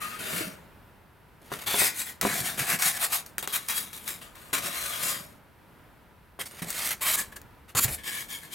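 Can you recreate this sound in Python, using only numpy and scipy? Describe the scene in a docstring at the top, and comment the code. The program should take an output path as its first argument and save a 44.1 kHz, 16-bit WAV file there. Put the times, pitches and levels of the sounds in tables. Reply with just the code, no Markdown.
"""Foam sheets pulled from a crate

Polystyrene packing sheets are pulled by hand out of a wooden crate in a small room and put aside.
Their beads catch and slip thousands of times a second: random clicks, coloured by the rubbing sheet's
resonances, make a bright hiss. Snapping edges are short noise bursts; hollow thuds and crate knocks are
dying sine waves; a brief squeak is one unsteady tone. Echoes, a quiet background and a late rumble join in."""
import sys
import numpy as np
from scipy import signal
from scipy.fft import rfft, irfft
from scipy.io import wavfile

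SR = 44100
rng = np.random.default_rng(int(sys.argv[2]) if len(sys.argv) > 2 else 0)


def master(y):
    """Save y as 16-bit WAV."""
    cut = np.clip(np.atleast_2d(y).T, -1, 1)
    pcm = np.round(cut * 32767)  # scale
    wavfile.write(sys.argv[1], SR, pcm.astype(np.int16))


N = 376613
TIME = np.arange(N) / SR  # seconds
FREQ = np.maximum(np.fft.rfftfreq(4096, 1 / SR), 1)  # Hz; the lowest is raised to 1 so its log exists


def undb(db):
    """Turn decibels into gain."""
    return 10 ** (np.asarray(db) / 20)


def unit(x):
    """Scale to an rms (average strength) of 1."""
    return x / np.sqrt(np.mean(x ** 2))


def contour(points):
    """Join (Hz, value) points by straight lines on a log-frequency axis."""
    hz, value = np.transpose(points)
    return np.interp(np.log(FREQ), np.log(hz), value)


def convolve(x, response):
    """Pass sound through a response, keeping its length."""
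    return signal.fftconvolve(np.atleast_2d(x), np.atleast_2d(response), axes=-1)[:, :x.shape[-1]]


def colour(x, db):
    """Filter with the given dB at each of FREQ, without sounding before its input."""
    cepstrum = irfft(np.log(undb(db)))
    # folding the cepstrum forward gives the minimum-phase response
    cepstrum[1:len(FREQ) - 1] *= 2
    cepstrum[len(FREQ):] = 0
    return convolve(x, irfft(np.exp(rfft(cepstrum))))


def band(x, hz, kind):
    """Keep one range of frequencies with a Butterworth filter."""
    return signal.sosfilt(signal.butter(4, hz, kind, fs=SR, output="sos"), x)


def wander(t, rate):
    """Random drift with a spread near 1, heading for a new value `rate` times a second."""
    knots = np.arange(t[0], t[-1] + 1 / rate, 1 / rate)
    values = rng.standard_normal(len(t))[:len(knots)]
    return np.interp(t, knots, values)


def echoes(t60, delay):
    """Dense reflections of unit energy that start after a delay and fall 60 dB in t60 seconds."""
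    t = TIME[:int(t60 * SR)]
    tail = rng.standard_normal(len(t)) * undb(-60 * t / t60) * (t > delay)
    return tail / np.sqrt(np.sum(tail ** 2))


# Stereo width by frequency: how much independent left-minus-right sound is added, almost none near 8 kHz.
# Each row: frequency in Hz, dB added to the source's width.
WIDTH = [(150, -5), (600, 0.5), (2000, -2), (4200, 1.5), (6200, -18.5), (8000, -48), (10000, 0.5),
         (15000, -2)]
# Left-right level difference by frequency, almost none near 5-8 kHz.
# Each row: frequency in Hz, share of the sideways position's dB (a negative share favours the far side).
PAN_SHARE = [(300, -0.39), (700, -0.032), (1300, 0.6), (2200, 0.53), (3600, 0.37), (5200, 0.063),
             (8200, 0.018), (11000, 0.4), (15000, 0.65)]
# How far the nearer side leads.
# Each row: frequency in Hz, lead in radians per dB of sideways position.
LEAD = [(200, 0), (650, .15), (1400, 0.1), (3000, 0)]


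def place(source, pan_db, width_db, room_db, room_t60=0.23):
    """A second, independent take of the source adds width; the room adds a tail; panning sets the side."""
    centre, fringe = source(), source()
    first, last = np.flatnonzero(centre)[[0, -1]]
    span = slice(first, min(last + SR // 3, N))  # leaves time for the tail
    room_tone = contour([(120, 1), (600, 1.0), (2500, -3.5), (6000, -2.5), (15000, -15.0)]) + room_db

    def in_room(x):
        """Add the room's reflections, which lose their treble."""
        return x[span] + convolve(x[span], colour(echoes(room_t60, 0.0042), room_tone))

    mid = in_room(centre)
    side = colour(in_room(fringe), contour(WIDTH) + width_db)
    # left and right differ in level and, at some frequencies, in arrival
    sideways = pan_db * np.array([[.5], [-.5]])
    panning = undb(sideways * contour(PAN_SHARE)) * np.exp(1j * sideways * contour(LEAD))
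    panning = np.fft.fftshift(irfft(panning), axes=1)[:, 1:]
    left_right = np.vstack([mid + side, mid - side])
    out = np.zeros((2, N))
    out[:, span] = signal.fftconvolve(left_right, panning, mode="same", axes=1)
    return out


# Tone of the quiet room. Each row: frequency in Hz, relative level in dB.
AMBIENCE = [(21, -30), (35, -12.5), (76, -8.5), (108, -9.5), (233, -14), (342, -17.5), (798, -20.5),
            (960, -16.5), (1100, -23), (1370, -20.5), (2800, -30), (3180, -32), (6690, -44), (13400, -36.5),
            (16000, -42)]


def ambience(level_db=-55, side_db=-8, swell_db=2.1):
    """Quiet room murmur and hiss from coloured noise, mostly alike left and right."""
    mid, side = (unit(colour(rng.standard_normal(N), contour(AMBIENCE))) for _ in range(2))
    level = undb(level_db + swell_db * wander(TIME, 3.63))
    return level * (mid + undb(side_db) * side * np.array([[1], [-1]]))


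# A thin squeak as an edge drags.
# Each row: moment in seconds, pitch in Hz and level in dB, around which both waver.
SQUEAK = [(0.0, 1290, -61), (0.02, 1237, -34), (0.11, 1252, -45), (0.152, 1270, -37), (0.19, 1218, -52)]


def squeak(waver=.022, flutter_db=2.8):
    """For a moment the slips lock to one unsteady pitch, made as a sine wave."""
    s, hz, db = np.transpose(SQUEAK)
    pitch = np.interp(TIME, s, hz) * (1 + waver * wander(TIME, 262))
    gain = undb(np.interp(TIME, s, db) + flutter_db * wander(TIME, 55)) * (TIME < s[-1])
    return gain * np.sin(2 * np.pi * np.cumsum(pitch) / SR)


def speed_db(t, swell_db, swell_s, hold_s, release_s):
    """Sliding speed of a stroke in dB: it catches, swells to full speed, holds and runs out."""
    swell = -swell_db * np.clip(1 - t / max(swell_s, .001), 0, 1)
    run_out = -20 * np.maximum(t - swell_s - hold_s, 0) / max(release_s, .005)
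    return swell + run_out


def spot_modes(low_hz=1200, high_hz=9000, db=4, q=45, count=5):
    """Power of the resonances that ring only while this spot touches, so the colour shifts."""
    centres = low_hz * (high_hz / low_hz) ** rng.random((count, 1))
    return np.sum(undb(db) ** 2 / (1 + (2 * q * (FREQ / centres - 1)) ** 2), axis=0)


# Basic tone of foam friction. Each row: frequency in Hz, relative level in dB.
FOAM = [(40, -40), (110, -4), (190, -1), (300, -5.5), (520, -6.5), (850, -1), (1200, 3.5), (2200, 4.5),
        (3000, -1), (5300, -3), (7400, 1.5), (11000, 4), (13500, 2), (16000, -4.5)]
# passes the sheet's thicket of high modes
THICKET = signal.butter(4, 2660, "high", fs=SR, output="sos")


def contact(t, modes, gap, ring_db, spread_db, slips_per_s=6000, retune=0.0081, mode_scatter_db=5.0,
            hand_damping_hz=12, fine_db=-3, fine_t60=0.034, gap_width=0.18):
    """One spot: bead slips of uneven size shake the sheet's resonances and a thicket of high modes."""
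    sizes = undb(spread_db * np.minimum(rng.exponential(size=len(t)), 4.5))
    sizes = sizes * rng.choice([-1, 1], len(t))
    slips = sizes * (rng.random(len(t)) < slips_per_s / SR)
    thicket = signal.sosfilt(THICKET, echoes(fine_t60, 0))
    slips = slips + undb(fine_db) * convolve(slips, thicket)[0]
    ring = 1  # power gain, to which each resonance adds a peak
    for hz, width, db in modes:
        centre_hz = hz * (1 + retune * np.clip(rng.standard_normal(), -1, 1))
        strength = undb(db + ring_db + mode_scatter_db * rng.uniform(-0.69, 1))
        ring = ring + strength ** 2 / (1 + (2 * (FREQ - centre_hz) / (width + hand_damping_hz)) ** 2)
    gap_hz, gap_db = gap
    hollow = gap_db * np.exp(-(np.log(FREQ / gap_hz) / gap_width) ** 2)
    return colour(slips, contour(FOAM) + 10 * np.log10(ring + spot_modes()) + hollow)[0]


# Faster sliding is louder, and brighter because hiss gains most. 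One row each for hiss, rasp and flexing.
# Each row: dB gained per dB of speed, radiation in dB added to the stroke's level.
SPEED_LAW = [(1, 0), (0.94, -1.3), (0.44, -1.5)]
BREAK_S = .003  # time a stroke takes to break loose
# filters that part the bead hiss, the sheet's rasp and its low flexing
HISS = signal.butter(4, 4000, "high", fs=SR, output="sos")
RASP = signal.butter(4, [500, 4000], "band", fs=SR, output="sos")
FLEX = signal.butter(4, 500, "low", fs=SR, output="sos")


def rub(stroke, modes, gap, ring_db, spread_db, top_db, judder_db=1.5, judder_hz=170,
        own_db=1.08, own_hz=35, roll_s=.09):
    """One stroke: contact rolls from spot to spot, slips bunch, speed sets level and brightness."""
    start, swell_db, swell_s, hold_s, release_s, *levels = stroke
    end = start + swell_s + hold_s + 2 * release_s + .01
    inside = slice(*np.searchsorted(TIME, [start - BREAK_S / 2, end]))
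    t = TIME[inside] - start
    sheet = np.zeros(len(t))
    for moment in np.arange(0, t[-1] + roll_s, roll_s):
        near = np.abs(t - moment) < roll_s
        if near.any():
            fade = np.cos(np.pi / 2 * (t[near] - moment) / roll_s)  # neighbouring spots overlap
            sheet[near] += fade * contact(t[near], modes, gap, ring_db, spread_db)
    bunched = sheet * undb(judder_db * wander(t, judder_hz))
    sheet = colour(bunched, top_db * contour([(7000, 0.22), (14000, 0.78)]))[0]
    parts = [signal.sosfilt(part, sheet) for part in (HISS, RASP, FLEX)]
    speed = speed_db(t, swell_db, swell_s, hold_s, release_s)
    loose = np.clip(t / BREAK_S + .5, 0, 1)
    out = np.zeros(N)
    for part, db, (slope, radiation_db) in zip(parts, levels, SPEED_LAW):
        level_db = db + radiation_db + slope * speed + own_db * wander(t, own_hz)  # each part also drifts
        out[inside] += unit(part) * loose * undb(level_db)
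    return out


# Resonances of the sheet as it is held in each movement; pitch and strength vary a little per spot.
# Each row: pitch in Hz, width in Hz before the hand's damping widens it, relative strength in dB.
NUDGE_MODES = [(1400, 270, -1.5), (1880, 50, 0), (2650, 220, -2)]
SHOVE_MODES = [(637, 33, 4.5), (1460, 160, 3), (1770, 60, 0), (2210, 50, -1), (2350, 43, -4),
               (2730, 100, -2)]
GRAB_MODES = [(617, 210, 9), (1900, 250, -1), (2520, 250, -9)]
PULL_MODES = [(813, 110, -2), (3470, 130, 3)]
SMALL_MODES = [(825, 56, -2), (1460, 41, 2.5), (1940, 160, 0.5), (2430, 67, 0)]
LARGE_MODES = [(742, 90, 4), (1054, 120, -0.5), (1680, 230, -0.5), (1960, 40, -3), (2290, 43, -0.5)]
CLEAR_MODES = [(765, 210, 3.5), (1200, 230, -3), (1830, 124, -3.5), (2370, 70, -1.5)]
STACK_MODES = [(1180, 140, -4.5), (1750, 52, -6), (2280, 87, -8), (3290, 74, -3), (3800, 80, -5.5)]
SLIDE_MODES = [(643, 56, 11), (1065, 33, 8), (1207, 24, 10), (1460, 58, 3), (2000, 600, -2.5),
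               (2730, 60, 1), (3500, 350, -7)]
PRISE_MODES = [(675, 280, 17), (1050, 240, 8.5), (2180, 25, 19.6), (2290, 60, 8), (3240, 300, 2)]
LAST_MODES = [(650, 25, 3), (1115, 150, 3.5), (2280, 120, -1), (3170, 80, 0), (3930, 52, -0.5),
              (7750, 400, -9)]
TILT_MODES = [(1100, 63, -2), (1700, 88, 4), (2250, 140, -8), (3200, 270, -18)]
JERK_MODES = [(1130, 110, 3.5), (1370, 170, 1), (2840, 200, -0.5), (4350, 120, -5), (7200, 270, 2)]
SKID_MODES = [(1100, 81, -7), (7130, 220, 9), (12600, 2800, 2)]
DROP_MODES = [(676, 250, 2), (1850, 120, -3), (2280, 150, -5), (11400, 1500, -2)]
CARRY_MODES = [(1110, 51, -7.5), (1713, 75, -.5), (2220, 77, -6), (3280, 250, -10)]
# How the sheet is held from each moment on.
# Each row: start in seconds, resonances, their added strength in dB, centre in Hz of the gap between
# resonances, gain in dB there (negative is a dip), spread of slip sizes in dB, treble tilt in dB
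# (about a fifth of it low down, most of it in the top octave), sideways position in dB (positive is
# left), width in dB, room echo in dB.
MOVES = [ (0, NUDGE_MODES, 8, 950, -1.5, 2, 0, 8, -3.5, -4),
         (.18, SHOVE_MODES, 4.5, 830, -3, 1.5, -4.5, 8, -3, -7),
         (1.3, GRAB_MODES, -3, 1250, 3.5, 5, -1, 4, -7, -24),
         (1.62, PULL_MODES, 7.5, 1250, 2.5, 2, 4.5, 6.5, -8.5, -14),
         (1.7, SMALL_MODES, 4.5, 1250, -3, 1.7, -1.3, 8, -5.5, -6),
         (2.18, LARGE_MODES, 5, 920, -4.5, 2, -3, 6.5, -7.5, -10.5),
         (2.98, CLEAR_MODES, 5, 1450, 0.5, 1.5, 0, 4.5, -4.5, -11.5),
         (3.3, STACK_MODES, 9.5, 950, 2, 3.5, 2, 7.5, -5.5, -8),
         (4.2, SLIDE_MODES, -1.5, 890, -3.5, 2, -2, 9, -4.5, -7.5),
         (6.3, PRISE_MODES, -17, 1930, 3.5, 4, -2.5, -2, -9, -21),
         (6.9, LAST_MODES, 5, 1380, -1.5, 3, 4, 0.5, -10, -10.5),
         (7.11, TILT_MODES, 14, 1400, -1, 0.5, -1, 4, -7, -11.5),
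         (7.55, JERK_MODES, 5, 750, -3.5, 2, 1, 0, -11, -15),
         (7.79, SKID_MODES, 5, 720, -11.5, 2, 5, 1, -13, -5),
         (7.84, DROP_MODES, 6.5, 1290, -1, 1.5, 3, 6, -7.5, -9),
         (7.94, CARRY_MODES, 17, 1370, -6, 3.5, -3.5, 7, -3.5, -9)]
# Strokes of foam over foam or wood.
# Each row: start in seconds, how far below full speed it catches in dB, swell in seconds, hold in
# seconds, release in seconds to fall 20 dB, then levels in dB of bead hiss, sheet rasp and low flexing
# at full speed, before radiation and drift.
STROKES = [(0.003, 15.0, 0.017, 0.011, 0.295, -40.5, -38.0, -53.0),
           (0.189, 8.0, 0.175, 0.05, 0.119, -35.5, -35.5, -44.0),
           (1.416, 17.0, 0.151, 0.009, 0.021, -48.5, -48.5, -54.5),
           (1.515, 9.0, 0.014, 0.011, 0.038, -39.0, -37.5, -45.0),
           (1.562, 7.0, 0.032, 0.036, 0.127, -46.0, -46.0, -55.0),
           (1.661, 11.0, 0.009, 0.087, 0.13, -30.5, -33.0, -44.0),
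           (1.747, 18.0, 0.045, 0.07, 0.065, -24.5, -29.0, -44.5),
           (1.942, 11.0, 0.049, 0.028, 0.051, -32.5, -40.5, -57.0),
           (2.055, 11.0, 0.012, 0.031, 0.051, -38.5, -44.5, -58.0),
           (2.213, 7.0, 0.005, 0.074, 0.219, -33.0, -32.5, -40.5),
           (2.318, 10.0, 0.069, 0.007, 0.084, -29.5, -35.0, -52.0),
           (2.436, 8.0, 0.022, 0.032, 0.098, -31.5, -36.0, -50.5),
           (2.574, 10.0, 0.021, 0.01, 0.09, -29.5, -31.0, -43.5),
           (2.639, 15.0, 0.058, 0.046, 0.043, -27.5, -29.0, -46.0),
           (2.788, 6.0, 0.003, 0.04, 0.03, -31.5, -32.5, -50.0),
           (2.818, 13.0, 0.005, 0.064, 0.061, -24.0, -29.0, -52.5),
           (2.928, 6.0, 0.035, 0.011, 0.051, -36.0, -38.0, -51.0),
           (2.996, 10.0, 0.038, 0.015, 0.054, -26.5, -32.0, -52.5),
           (3.098, 11.0, 0.006, 0.017, 0.031, -37.5, -43.5, -54.5),
           (3.12, 10.0, 0.013, 0.014, 0.061, -23.5, -30.5, -53.0),
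           (3.257, 11.0, 0.005, 0.01, 0.065, -49.5, -57.0, -66.0),
           (3.383, 6.0, 0.003, 0.006, 0.035, -34.5, -42.0, -53.0),
           (3.426, 4.0, 0.002, 0.003, 0.035, -35, -34.5, -45),
           (3.475, 6.0, 0.003, 0.009, 0.33, -40.0, -43.5, -56.0),
           (3.524, 13.0, 0.014, 0.025, 0.045, -27.0, -34.0, -52.0),
           (3.679, 17.0, 0.009, 0.026, 0.181, -32.0, -35.5, -52.5),
           (3.74, 14.0, 0.027, 0.018, 0.067, -27.5, -40.0, -53.5),
           (3.926, 12.0, 0.007, 0.008, 0.179, -41.0, -47.0, -57.5),
           (4.048, 24.0, 0.032, 0.006, 0.099, -32.0, -38.0, -50.5),
           (4.211, 13.0, 0.008, 0.006, 0.12, -48.0, -47.5, -61.0),
           (4.348, 12.0, 0.005, 0.119, 0.199, -54.5, -54.5, -61.5),
           (4.529, 11.0, 0.004, 0.008, 0.1, -27.0, -28.5, -42.5),
           (4.623, 8.0, 0.038, 0.012, 0.079, -32.5, -36.0, -46.5),
           (4.693, 7.0, 0.067, 0.208, 0.183, -35.5, -37.5, -54.5),
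           (4.99, 13.0, 0.038, 0.093, 0.127, -31.0, -36.5, -49.0),
           (6.391, 9.0, 0.018, 0.005, 0.036, -35.0, -35.0, -47.0),
           (6.453, 13.0, 0.007, 0.006, 0.048, -41.5, -46.5, -58.5),
           (6.497, 11.0, 0.011, 0.089, 0.08, -51.5, -52.0, -61.5),
           (6.584, 12.0, 0.009, 0.006, 0.026, -46.5, -45.5, -58.5),
           (6.618, 16.0, 0.004, 0.004, 0.058, -37.5, -38.0, -40.5),
           (6.659, 13.0, 0.029, 0.136, 0.183, -38.5, -42.0, -55.0),
           (6.741, 11.0, 0.12, 0.072, 0.023, -31.5, -34.5, -51.0),
           (7.008, 14.0, 0.011, 0.07, 0.131, -29.0, -32.0, -52.5),
           (7.054, 14.0, 0.03, 0.072, 0.008, -25.5, -32.5, -57.0),
           (7.157, 11.0, 0.031, 0.026, 0.036, -30.5, -36.0, -49.0),
           (7.317, 13.0, 0.007, 0.004, 0.025, -51.5, -48.5, -53.0),
           (7.358, 15.0, 0.006, 0.005, 0.022, -40.5, -43.0, -59.5),
           (7.68, 14.0, 0.014, 0.013, 0.026, -53.5, -49.5, -61.0),
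           (7.75, 10.0, 0.035, 0.009, 0.01, -21.5, -25.5, -39.0),
           (7.797, 9.0, 0.042, 0.008, 0.014, -20.0, -32.5, -47.0),
           (7.846, 3.0, 0.003, 0.003, 0.035, -35.5, -35, -45),
           (7.878, 6.0, 0.003, 0.006, 0.03, -36, -36.5, -44),
           (7.895, 9.0, 0.035, 0.02, 0.029, -33.5, -44.0, -50.5),
           (7.974, 13.0, 0.01, 0.006, 0.113, -51.0, -46.5, -55.0),
           (8.034, 16.0, 0.043, 0.006, 0.071, -33.0, -34.5, -54.5),
           (8.115, 8.0, 0.041, 0.056, 0.061, -36.5, -39.5, -55.5),
           (8.284, 10.0, 0.039, 0.022, 0.095, -38.0, -42.5, -56.5),
           (8.418, 12.0, 0.012, 0.013, 0.135, -49.0, -51.0, -56.5),
           (8.506, 15.0, 0.023, 0.01, 0.05, -42.0, -46.5, -58.5)]


def movements():
    """Hands move the sheets: each way of holding gives its strokes their resonances and place."""
    out = np.zeros((2, N))
    ends = [move[0] for move in MOVES[1:]] + [np.inf]
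    for move, end in zip(MOVES, ends):
        begin, modes, ring_db, gap_hz, gap_db, spread_db, top_db, pan_db, width_db, room_db = move
        strokes = [stroke for stroke in STROKES if begin <= stroke[0] < end]

        def rubbing():
            """All the strokes of this movement."""
            return sum(rub(stroke, modes, (gap_hz, gap_db), ring_db, spread_db, top_db)
                       for stroke in strokes)

        out += place(rubbing, pan_db, width_db, room_db)
    return out


# Sheets bumping.
# Each row: start in seconds, peak in dB before the shared trim, pitch in Hz, time in seconds to fall 60 dB.
BUMPS = [(0.328, -29.5, 165, 0.097), (0.404, -26, 318, 0.1), (0.469, -29.5, 190, 0.1),
         (1.527, -31.5, 165, 0.069), (2.228, -25, 192, 0.15), (2.249, -26.5, 204, 0.25),
         (2.407, -30.5, 124, 0.084), (2.608, -28.5, 145, 0.081), (2.734, -27, 172, 0.086),
         (2.857, -34, 175, 0.092), (4.528, -36.5, 280, 0.12), (5.055, -40, 187, 0.079),
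         (5.2, -40, 170, 0.07), (6.619, -26.5, 177, 0.09), (7.748, -26.5, 110.5, 0.15),
         (7.845, -22.5, 111, 0.077), (7.879, -28.5, 138, 0.068), (7.909, -33, 73.4, 0.098)]
# Bending modes of a bumped sheet.
# Each row: multiple of the bump's pitch, relative level in dB, share of the bump's decay time.
BEND = [(0.999, 4.5, 0.76), (1.42, -4, 0.72), (2.1, -10.5, 0.51), (3.3, -8, 0.11)]


def bumps(bump_db=-2, push_s=0.0085):
    """A soft push sets the light sheet bending in a few quickly damped modes."""
    out = np.zeros(N + SR)
    t = TIME[:SR // 3]
    for s, db, hz, t60 in BUMPS:
        thud = np.zeros(len(t))
        for ratio, mode_db, share in BEND:
            decay = undb(mode_db - 60 * t / (t60 * share))
            thud += decay * np.sin(2 * np.pi * (hz * ratio * t + rng.random()))
        thud *= 1 - np.exp(-t / push_s)
        start = int(s * SR)
        out[start:start + len(t)] += undb(db + bump_db) * thud / np.abs(thud).max()
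    return out[:N]


# A sheet knocking on the crate. Each row: start in seconds, peak in dB before it is placed in the room.
KNOCKS = [(0.331, -38), (0.407, -37), (1.5179, -20), (1.742, -17.5), (1.818, -15.5), (2.2313, -19.5),
          (2.2508, -10.5), (2.269, -20), (3.3814, -33), (3.427, -28), (3.474, -26), (4.53, -26),
          (6.39, -28.5), (6.537, -41), (7.75, -21.5), (7.849, -31), (7.882, -33)]
# Modes of the knocked crate, whose pitches vary a little from knock to knock.
# Each row: pitch in Hz, relative level in dB, time in seconds to fall 60 dB.
CRATE = [(420, -4.5, 0.097), (564, 1, 0.033), (726, 5.5, 0.022), (962, 7.5, 0.016), (1350, -4.5, 0.021),
         (2820, 0, 0.0052)]


def knocks():
    """A sheet's edge strikes the boards, which ring very briefly and radiate little bass."""
    out = np.zeros(N + SR)
    t = TIME[:SR // 8]
    for s, db in KNOCKS:
        knock = np.zeros(len(t))
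        for hz, mode_db, t60 in CRATE:
            mode_hz = hz * (1 + 0.05 * rng.standard_normal())
            knock += undb(mode_db - 60 * t / t60) * np.cos(2 * np.pi * mode_hz * t)
        knock *= 1 - np.exp(-t / 0.00053)  # foam is a soft hammer
        start = int(s * SR)
        out[start:start + len(t)] += undb(db) * knock / np.abs(knock).max()
    return out[:N]


# Edges snapping free.
# Each row: start in seconds, peak in dB before the shared trim, weight of the low-mids in dB,
# time in seconds for the crack to fall 60 dB.
SNAPS = [(2.2123, -6, -22, 0.014), (2.8224, -9, -5, 0.0097), (3.131, -14, -13, 0.013),
         (3.263, -23, -26, 0.0048), (3.382, -7.5, -7, 0.004), (3.3875, -27, -23, 0.0068),
         (3.4265, -18.5, -1, 0.0073), (3.4753, -9.5, -8, 0.0048), (3.559, -12, -20, 0.0087),
         (3.686, -12, -28, 0.011), (3.931, -24, -19, 0.014), (4.078, -15.5, -15, 0.013),
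         (4.355, -33, -20, 0.012), (4.532, -15, -19, 0.018), (6.623, -23, 0, .015),
         (6.704, -13, -19, 0.013), (6.853, -19.5, -26, .015), (7.416, -32, -22, 0.011),
         (7.793, -22, -18, 0.0062), (7.838, -13, -26, .007), (7.8445, -8.5, -28, 0.007)]
# Tone of a snap before that weight. Each row: frequency in Hz, relative level in dB.
SNAP_COLOUR = [(120, -14), (200, -12.5), (709, -18), (1400, 4), (3070, -6.5), (8120, 1.5), (9580, 0),
               (14300, -3.5), (16000, 3)]


def snaps(snap_db=-1, crumble_db=-15, crumble_stretch=5):
    """An edge lets go with a sharp crack of noise; a fainter, slower decay is beads crumbling."""
    out = np.zeros(N + SR)
    t = TIME[:SR // 5]
    for s, db, body_db, t60 in SNAPS:
        fall_db = -60 * t / max(t60, .002)
        crumble = undb(crumble_db + fall_db / crumble_stretch)
        burst = rng.standard_normal(len(t)) * (undb(fall_db) + crumble)
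        body = (body_db + 12.5) * contour([(2000, 0.8), (5000, 0.56)])
        crack = colour(burst, contour(SNAP_COLOUR) + body)[0]
        start = int(s * SR)
        out[start:start + len(t)] += undb(db + snap_db) * crack / np.abs(crack).max()
    return out[:N]


# Deep handling rumble that swells as the last sheet comes out. Each row: moment in seconds, level in dB.
RUMBLE = [(5.3, -86.5), (6.2, -64), (7.7, -58.5), (7.88, -52), (8.02, -54), (8.12, -77.5)]


def rumble(low_hz=35, high_hz=95):
    """Handling shakes the recorder a little: low noise that rises and falls."""
    s, db = np.transpose(RUMBLE)
    shaking = unit(band(rng.standard_normal(N), [low_hz, high_hz], "band"))
    return shaking * undb(np.interp(TIME, s, db))


def scene():
    """Every movement from its own place, with the squeak, bumps, knocks and snaps that go with it."""
    out = ambience() + rumble()
    out += place(squeak, pan_db=5, width_db=-7, room_db=-13)
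    out += movements()
    out += place(lambda: bumps() + knocks(), pan_db=6.5, width_db=-17.0, room_db=-13.0)
    return out + place(snaps, pan_db=12, width_db=-8.0, room_db=-11.5)


def record(dry):
    """The recorder cuts the very top, above 15950 Hz."""
    return signal.sosfilt(signal.ellip(10, .2, 70, 15950, fs=SR, output="sos"), dry)


dry = scene()
out = record(dry)
master(out)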